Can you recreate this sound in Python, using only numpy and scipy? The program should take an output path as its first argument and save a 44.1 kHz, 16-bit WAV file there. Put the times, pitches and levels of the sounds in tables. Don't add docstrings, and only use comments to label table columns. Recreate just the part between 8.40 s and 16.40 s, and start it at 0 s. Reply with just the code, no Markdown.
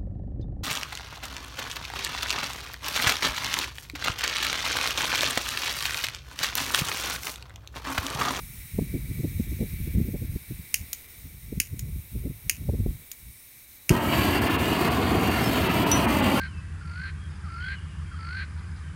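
import sys
import numpy as np
from scipy import signal
from scipy.fft import rfft, irfft
from scipy.io import wavfile
from scipy.ndimage import uniform_filter1d, map_coordinates

SR = 44100
rng = np.random.default_rng(int(sys.argv[2]) if len(sys.argv) > 2 else 0)


def unload_audio(sound):
    columns = np.transpose(np.atleast_2d(sound))
    steps = np.round(np.clip(columns, -1, 1) * 32767)
    wavfile.write(sys.argv[1], SR, steps.astype(np.int16))


N = 352743
T = np.arange(N) / SR
LIGHT_S = 5.501


# t/s, rumble level/dB, roar level/dB
FLAME_LEVELS = [(5.56, -25, -36.5), (5.67, -25, -35.5), (5.74, -24.5, -29.5), (6.38, -25, -33.5),
                (6.46, -25, -31.5), (6.79, -23.5, -35.5), (6.9, -25.5, -32), (8.0, -22.5, -31)]
# f/Hz, level/dB
RUMBLE_COLOUR = [(20, -52), (45, -12), (70, 2), (110, 3), (170, 5), (260, 0.5), (380, -4), (500, -7.5),
                 (700, -7.5), (1050, -9), (1400, -15), (2200, -42), (5000, -38)]
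ROAR_COLOUR = [(300, -13.5), (900, 1), (1400, 0.5), (2000, 1.5), (2600, 0.5), (3150, 0.5), (3450, -8),
               (4200, -8.5), (4700, -12), (5300, -18), (8000, -23.5), (16000, -34)]
HISS_COLOUR = [(2000, -9), (5000, -7.5), (6400, -1.5), (7700, -2.5), (10200, -2.5), (12000, 0), (14200, 2),
               (16000, -4)]
# f/Hz, width/Hz, boost/dB
BURNER_RESONANCES = [(990, 150, 0), (2810, 110, 4), (4600, 240, 7), (8700, 430, 6), (12150, 600, 3.5)]

def flame(rumble_gain_db=1.73, roar_gain_db=1.67, hiss_mean_db=-40):
    rumble_db, roar_db = curves(FLAME_LEVELS)
    hiss_db = hiss_mean_db + 0.55 * (roar_db - np.mean(roar_db[T > LIGHT_S]))
    flutter = wander(260)
    rumble = noise(RUMBLE_COLOUR, BURNER_RESONANCES)
    rumble *= amp(rumble_db + rumble_gain_db + flutter + 0.23 * wander(30))
    rumble = band(rumble, 44, 5700, order=3)
    roar = noise(ROAR_COLOUR, BURNER_RESONANCES)
    roar *= amp(roar_db + roar_gain_db + 0.48 * flutter + 0.77 * wander(40))
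    hiss = noise(HISS_COLOUR, BURNER_RESONANCES)
    hiss *= amp(hiss_db + 1.43 * flutter + 0.45 * wander(30))
    lit = np.clip((T - LIGHT_S) / 0.0036, 0, 1)
    return lit * (moving_echoes(rumble, lawn_gain=0.4) + moving_echoes(roar, lawn_gain=0.33) + hiss)


# t/s, delay/ms
GROUND_DELAYS = [(5.6, 3.18), (6.0, 2.9), (6.6, 2.73), (7.55, 3.03), (7.8, 3.48), (8, 3.58)]

def moving_echoes(x, lawn_gain, body_gain=0.1, gain_per_ms=0.21):
    lawn_ms, = curves(GROUND_DELAYS)
    lawn_gain = np.clip(lawn_gain + gain_per_ms * (lawn_ms - np.mean(lawn_ms)), 0, 1)
    body_ms = 1.4 * lawn_ms + .25 * wander(2.5)
    lawn, body = (np.interp(T - ms / 1000, T, x) for ms in (lawn_ms, body_ms))
    return (x + lawn_gain * lawn + body_gain * body) / np.sqrt(1 + lawn_gain ** 2 + body_gain ** 2)


def ignition(thump_db=-17.5, swing_db=-13, swing_hz=135, width_s=0.0091):
    thump = np.zeros(N)
    add(thump, LIGHT_S - width_s * 1.38, amp(thump_db) * eddy(34, 307, width_s))
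    age = np.maximum(T - LIGHT_S, 0)
    swing = np.sin(2 * np.pi * swing_hz * age) * bell(age / width_s - 1.4)
    return (thump + amp(swing_db) * swing) * np.minimum(age / 0.0025, 1)


# t/s, jet level/dB, tube level/dB
GAS_LEVELS = [(0.0, -48, -55), (1.46, -48, -52.5), (1.76, -50, -56.5), (2.52, -49, -56.5),
              (2.75, -50, -58.5), (2.91, -52, -61), (5.45, -52, -62.5)]
# f/Hz, level/dB
JET_COLOUR = [(300, -36), (1000, -13.5), (3000, -10.5), (5000, -12), (7200, -11.5), (9600, -2.5),
              (10400, -6.5), (12000, -3.5), (14700, 0.5), (16000, -2.5)]
TUBE_COLOUR = [(300, -31), (1300, -23.5), (1750, -10.5), (2050, -1), (2400, -6), (2650, -7.5), (3100, -22),
               (3800, -11), (4600, -23), (9000, -34)]
# f/Hz, width/Hz, boost/dB
JET_RESONANCES = [(3840, 540, 8), (5530, 290, 7), (6440, 120, 10.5), (7800, 280, 6), (9110, 280, 8.5),
                  (11130, 200, 4.5), (12500, 250, 7), (13800, 300, 4.5)]
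TUBE_RESONANCES = [(2307, 120, 9.5)]

def unlit_gas(jet_gain_db=3, tube_gain_db=1):
    jet_db, tube_db = curves(GAS_LEVELS)
    jet = noise(JET_COLOUR, JET_RESONANCES) * amp(jet_db + jet_gain_db + 0.44 * wander(25.1))
    tube = noise(TUBE_COLOUR, TUBE_RESONANCES) * amp(tube_db + tube_gain_db)
    return (jet + tube) * (T < LIGHT_S)


def waver(x, depth_db, rate_hz, bands=24):
    f, times, spectra = signal.stft(x, SR, nperseg=1024)
    band_index = np.clip(np.log(np.maximum(f, 1) / 500) / np.log(16000 / 500), 0, 1) * (bands - 1)
    chance = rng.standard_normal((200, bands)).T
    grid = np.meshgrid(band_index, times * rate_hz, indexing="ij")
    swell = map_coordinates(chance, grid, order=1, mode="nearest")
    swell *= np.minimum(band_index / 2, 1)[:, None]
    return signal.istft(spectra * amp(depth_db * swell), SR, nperseg=1024)[1][:N]


# t/s, depth/dB
DEEP_DIPS = [(6.003, 13), (6.09, 10), (6.174, 16), (6.495, 12), (7.285, 10), (7.454, 15), (7.668, 16),
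             (7.817, 10)]

def treble_dips(x, width_s=0.0076, above_hz=3400, shallow_db=4, count=12):
    depth_db = np.zeros(N)
    t = np.arange(SR // 10) / SR
    shallow = [(t[-1] + when * (T[-1] - t[-1]), shallow_db * (.5 + size))
               for when, size in rng.random((count, 2))]
    for s, db in list(DEEP_DIPS) + shallow:
        add(depth_db, s - t.mean(), db * bell((t - t.mean()) / width_s))
    low = signal.sosfiltfilt(signal.butter(3, above_hz, fs=SR, output="sos"), x)
    return low + (x - low) * amp(-depth_db)


# t/s, level/dB, brightness/(dB per octave)
HAMMER_SNAPS = [(2.3418, -16, 0), (3.2006, -16.5, -0.5), (4.096, -16.5, -1.5), (5.493, -17.5, -3)]
# t/s, level/dB
BUTTON_RELEASES = [(2.5303, -25.5), (3.3925, -32.5), (4.715, -33)]
# f/Hz, level/dB
SNAP_COLOUR = [(300, -35), (1000, -36), (1500, -18.5), (2200, -2), (2850, -.5), (3500, -20.5), (3900, -19),
               (4500, -9), (6600, -1.5), (7900, -14.5), (9500, -8), (10500, -11.5), (15500, -8.5)]
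RELEASE_COLOUR = [(300, -27), (1000, -25), (2200, -9.5), (4200, -9), (6000, -5.5), (6800, 1), (7700, -11),
                  (10500, -13), (14200, -3), (16000, -11)]

def igniter():
    out = np.zeros(N)
    for s, db, brightness in HAMMER_SNAPS:
        tone = [(hz, level + brightness * np.log2(hz / 4000)) for hz, level in SNAP_COLOUR]
        add(out, s, amp(db) * click(tone, spread_s=0.00235, yard_db=-13.5, yard_s=0.024))
    for s, db in BUTTON_RELEASES:
        add(out, s, amp(db) * click(RELEASE_COLOUR, spread_s=0.0029, yard_db=-11, yard_s=0.019))
    return out


# delay/s, level/dB
CLICK_ECHOES = [(.0032, -8.5), (0.0138, -22.5), (0.0173, -20), (.035, -42), (.052, -31), (.059, -32),
                (.071, -30)]
# f/Hz, width/Hz, boost/dB
CASING_RESONANCES = [(2620, 230, 1.5), (5400, 400, 0.5), (7050, 400, 5), (8450, 310, 6), (9100, 300, 9),
                     (9900, 400, 9), (11400, 500, 6.5), (12450, 600, 8.5), (14700, 700, 2.5)]

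def click(tone, spread_s, yard_db, yard_s):
    t = np.arange(SR // 5) / SR
    f = np.fft.rfftfreq(len(t), 1 / SR)
    delay = spread_s * (0.149 + np.interp(f, np.linspace(0, SR / 2, 22), rng.random(22) ** 2))
    crack = irfft(np.exp(-2j * np.pi * np.cumsum(delay) * f[1]), len(t)) * np.sqrt(.005 * SR)
    echoes = sum(amp(db) * np.roll(crack, int(lag * SR)) for lag, db in CLICK_ECHOES)
    scatter = rng.standard_normal(len(t)) * np.exp(-t / yard_s) * amp(yard_db)
    fade = np.minimum(10 * (1 - t / t[-1]), 1) ** 2
    return colour((crack + echoes + scatter) * fade, tone, CASING_RESONANCES)


# f/Hz, level/dB, time to fade by 60 dB/s
FITTING_TONES = [(3688, -33, .2), (5909, -15.5, .17), (6033, -32, .15), (10710, -33, .11),
                 (11750, -34, .11)]

def clink(start_s=7.5156, tick_db=-13):
    t, out = np.arange(SR // 3) / SR, np.zeros(N)
    ring = sum(amp(db - 60 * t / fade_s) * np.sin(2 * np.pi * hz * t) for hz, db, fade_s in FITTING_TONES)
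    tick = band(rng.standard_normal(len(t)), 4500, 14000) * np.exp(-t / 0.0019)
    add(out, start_s, ring + amp(tick_db) * tick)
    return out


def whistle(peak_s=7.06, hz=5260, width_hz=130, width_s=.025, level_db=-42):
    tone = unit(band(rng.standard_normal(N), hz - width_hz / 2, hz + width_hz / 2))
    return tone * amp(level_db) * bell((T - peak_s) / width_s)


# t/s, length/s, strength/dB
WIND_GUSTS = [(0.0, 0.23, -43.5), (.36, 1.33, -33), (1.555, 0.055, -23.5), (1.66, 0.28, -33.5),
              (2.102, .1, -40.5), (2.41, 0.02, -41), (2.81, 0.258, -44), (3.104, 0.084, -35),
              (3.318, 0.27, -39), (3.433, 0.0744, -32), (3.752, 0.14, -32.5), (4.048, 0.05, -40.5),
              (4.206, 0.3, -32.5), (4.84, 0.042, -46)]

def wind(gain_db=-0.87, rise_db_per_s=334, fall_db_per_s=178, calm_db=-67):
    gusts = [db - rise_db_per_s * np.maximum(s - T, 0) - fall_db_per_s * np.maximum(T - s - length, 0)
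             for s, length, db in WIND_GUSTS]
    strength_db = np.maximum(np.max(gusts, axis=0), calm_db)
    rumble = noise([(25, -27.5), (38, -2.5), (60, 1.5), (100, -2.5), (160, -9.5), (260, -28.5),
                    (450, -45.5), (1000, -65)])
    rumble = band(rumble, 33, 1040)
    rumble /= np.sqrt(uniform_filter1d(rumble ** 2, SR // 10))
    swirls = noise([(60, -14.5), (130, 2.5), (220, -2.5), (350, -13.5), (600, -24), (1200, -55)])
    swirls *= amp(-14 + 0.32 * (strength_db + 31.5) + 3.3 * wander(60))
    rumble *= amp(3.5 * wander(35))
    return (rumble + swirls) * amp(strength_db + gain_db) * (T < LIGHT_S) + buffets(strength_db)


# t/s, level/dB, top f/Hz, width/s
HARD_BUFFETS = [(0.391, -20.5, 310, 0.0039), (0.42, -27.5, 190, 0.0072), (0.555, -26.5, 195, .012),
                (0.715, -31, 186, .006), (0.802, -27.5, 173, .007), (0.848, -25, 223, 0.0088),
                (1.002, -23, 205, 0.0047), (1.124, -30.5, 185, 0.0062), (1.22, -26, 232, .015),
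                (1.48, -32, 200, .006), (1.599, -23.5, 167, 0.015), (1.685, -32, 240, .012),
                (1.75, -30.5, 260, .008), (1.825, -32.5, 208, .007), (1.962, -27, 201, 0.0049),
                (2.114, -34.5, 180, 0.0071), (3.13, -30.5, 214, .005), (3.18, -26.5, 157, 0.0048),
                (3.34, -34, 165, .006), (3.76, -32, 180, 0.00603), (3.862, -31, 220, .013),
                (3.908, -33, 200, .006), (4.295, -26, 276, 0.0049), (4.343, -29.5, 230, 0.0076),
                (4.4, -25, 179, 0.0074), (4.465, -25, 280, .003)]

def buffets(strength_db, gain_db=0.5, pitch_stretch=1.175, small_width_s=0.00598, count=60):
    out, small = np.zeros(N), []
    for k, (when, size) in enumerate(rng.random((count, 2))):
        s = (k + when) / count * LIGHT_S
        db = strength_db[int(s * SR)] - 3.5 + size
        hz = 160 * 2 ** (.02 * (db + 36))
        small.append((s, db, hz, small_width_s))
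    for s, db, hz, width_s in small + list(HARD_BUFFETS):
        add(out, max(s - 3 * width_s, 0), amp(db + gain_db) * eddy(55, pitch_stretch * hz, width_s))
    return out


def eddy(low_hz, high_hz, width_s):
    t = np.arange(int(6 * width_s * SR)) / SR
    swirl = band(rng.standard_normal(SR // 4), low_hz, high_hz)
    swirl = band(swirl, 25, 2 * high_hz, order=4)[-len(t):]
    swirl *= bell(t / width_s - 3) - bell(3)
    return unit(swirl) * np.sqrt(.5)


# f/Hz, level/dB
AIR_COLOUR = [(20, -9), (70, 1), (150, -12.5), (300, -13.5), (600, -20.5), (1200, -24), (4000, -34.5)]

def outdoor_air(level_db=-59):
    return noise(AIR_COLOUR) * amp(level_db + 2.1 * wander(3.4))


def amp(db):
    return 10 ** (np.asarray(db) / 20)


def unit(x):
    return x / np.sqrt(np.mean(x ** 2))


def bell(x):
    return np.exp(-.5 * x ** 2)


def curves(table):
    times, *columns = np.transpose(table)
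    return [np.interp(T, times, column) for column in columns]


def add(out, start_s, sound):
    i = int(start_s * SR)
    out[i:i + len(sound)] += sound[:N - i]


def wander(rate_hz):
    hold = max(int(SR / rate_hz), 1)
    steps = np.repeat(rng.standard_normal(N // hold + 1), hold)
    return unit(uniform_filter1d(uniform_filter1d(steps, hold), hold)[:N])


def colour(x, tone, resonances=(), size=8192):
    f = np.maximum(np.fft.rfftfreq(size, 1 / SR), 1)
    hz, db = np.transpose(tone)
    peaks_db = sum(boost / (1 + (2 * (f - centre) / width) ** 2) for centre, width, boost in resonances)
    cepstrum = irfft(np.log(amp(np.interp(np.log(f), np.log(hz), db) + peaks_db)))
    cepstrum[1:size // 2] *= 2
    cepstrum[size // 2 + 1:] = 0
    response = irfft(np.exp(rfft(cepstrum)))[:size // 2]
    return signal.fftconvolve(x, response / np.linalg.norm(response))[:len(x)]


def noise(tone, resonances=()):
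    return unit(colour(rng.standard_normal(N), tone, resonances))


def band(x, low_hz, high_hz, order=2):
    return signal.sosfilt(signal.butter(order, sorted([low_hz, high_hz]), "band", fs=SR, output="sos"), x)


def scene():
    air = outdoor_air()
    torch = waver(unlit_gas(), depth_db=1.14, rate_hz=3.01)
    torch += waver(flame(), depth_db=2.4, rate_hz=7, bands=56)
    return (treble_dips(torch) + igniter() + ignition() + clink() + whistle() + wind() + air)[None]


def record(dry):
    return signal.sosfilt(signal.ellip(10, .2, 80, 15750, fs=SR, output="sos"), dry)


dry = scene()
out = record(dry)
unload_audio(out)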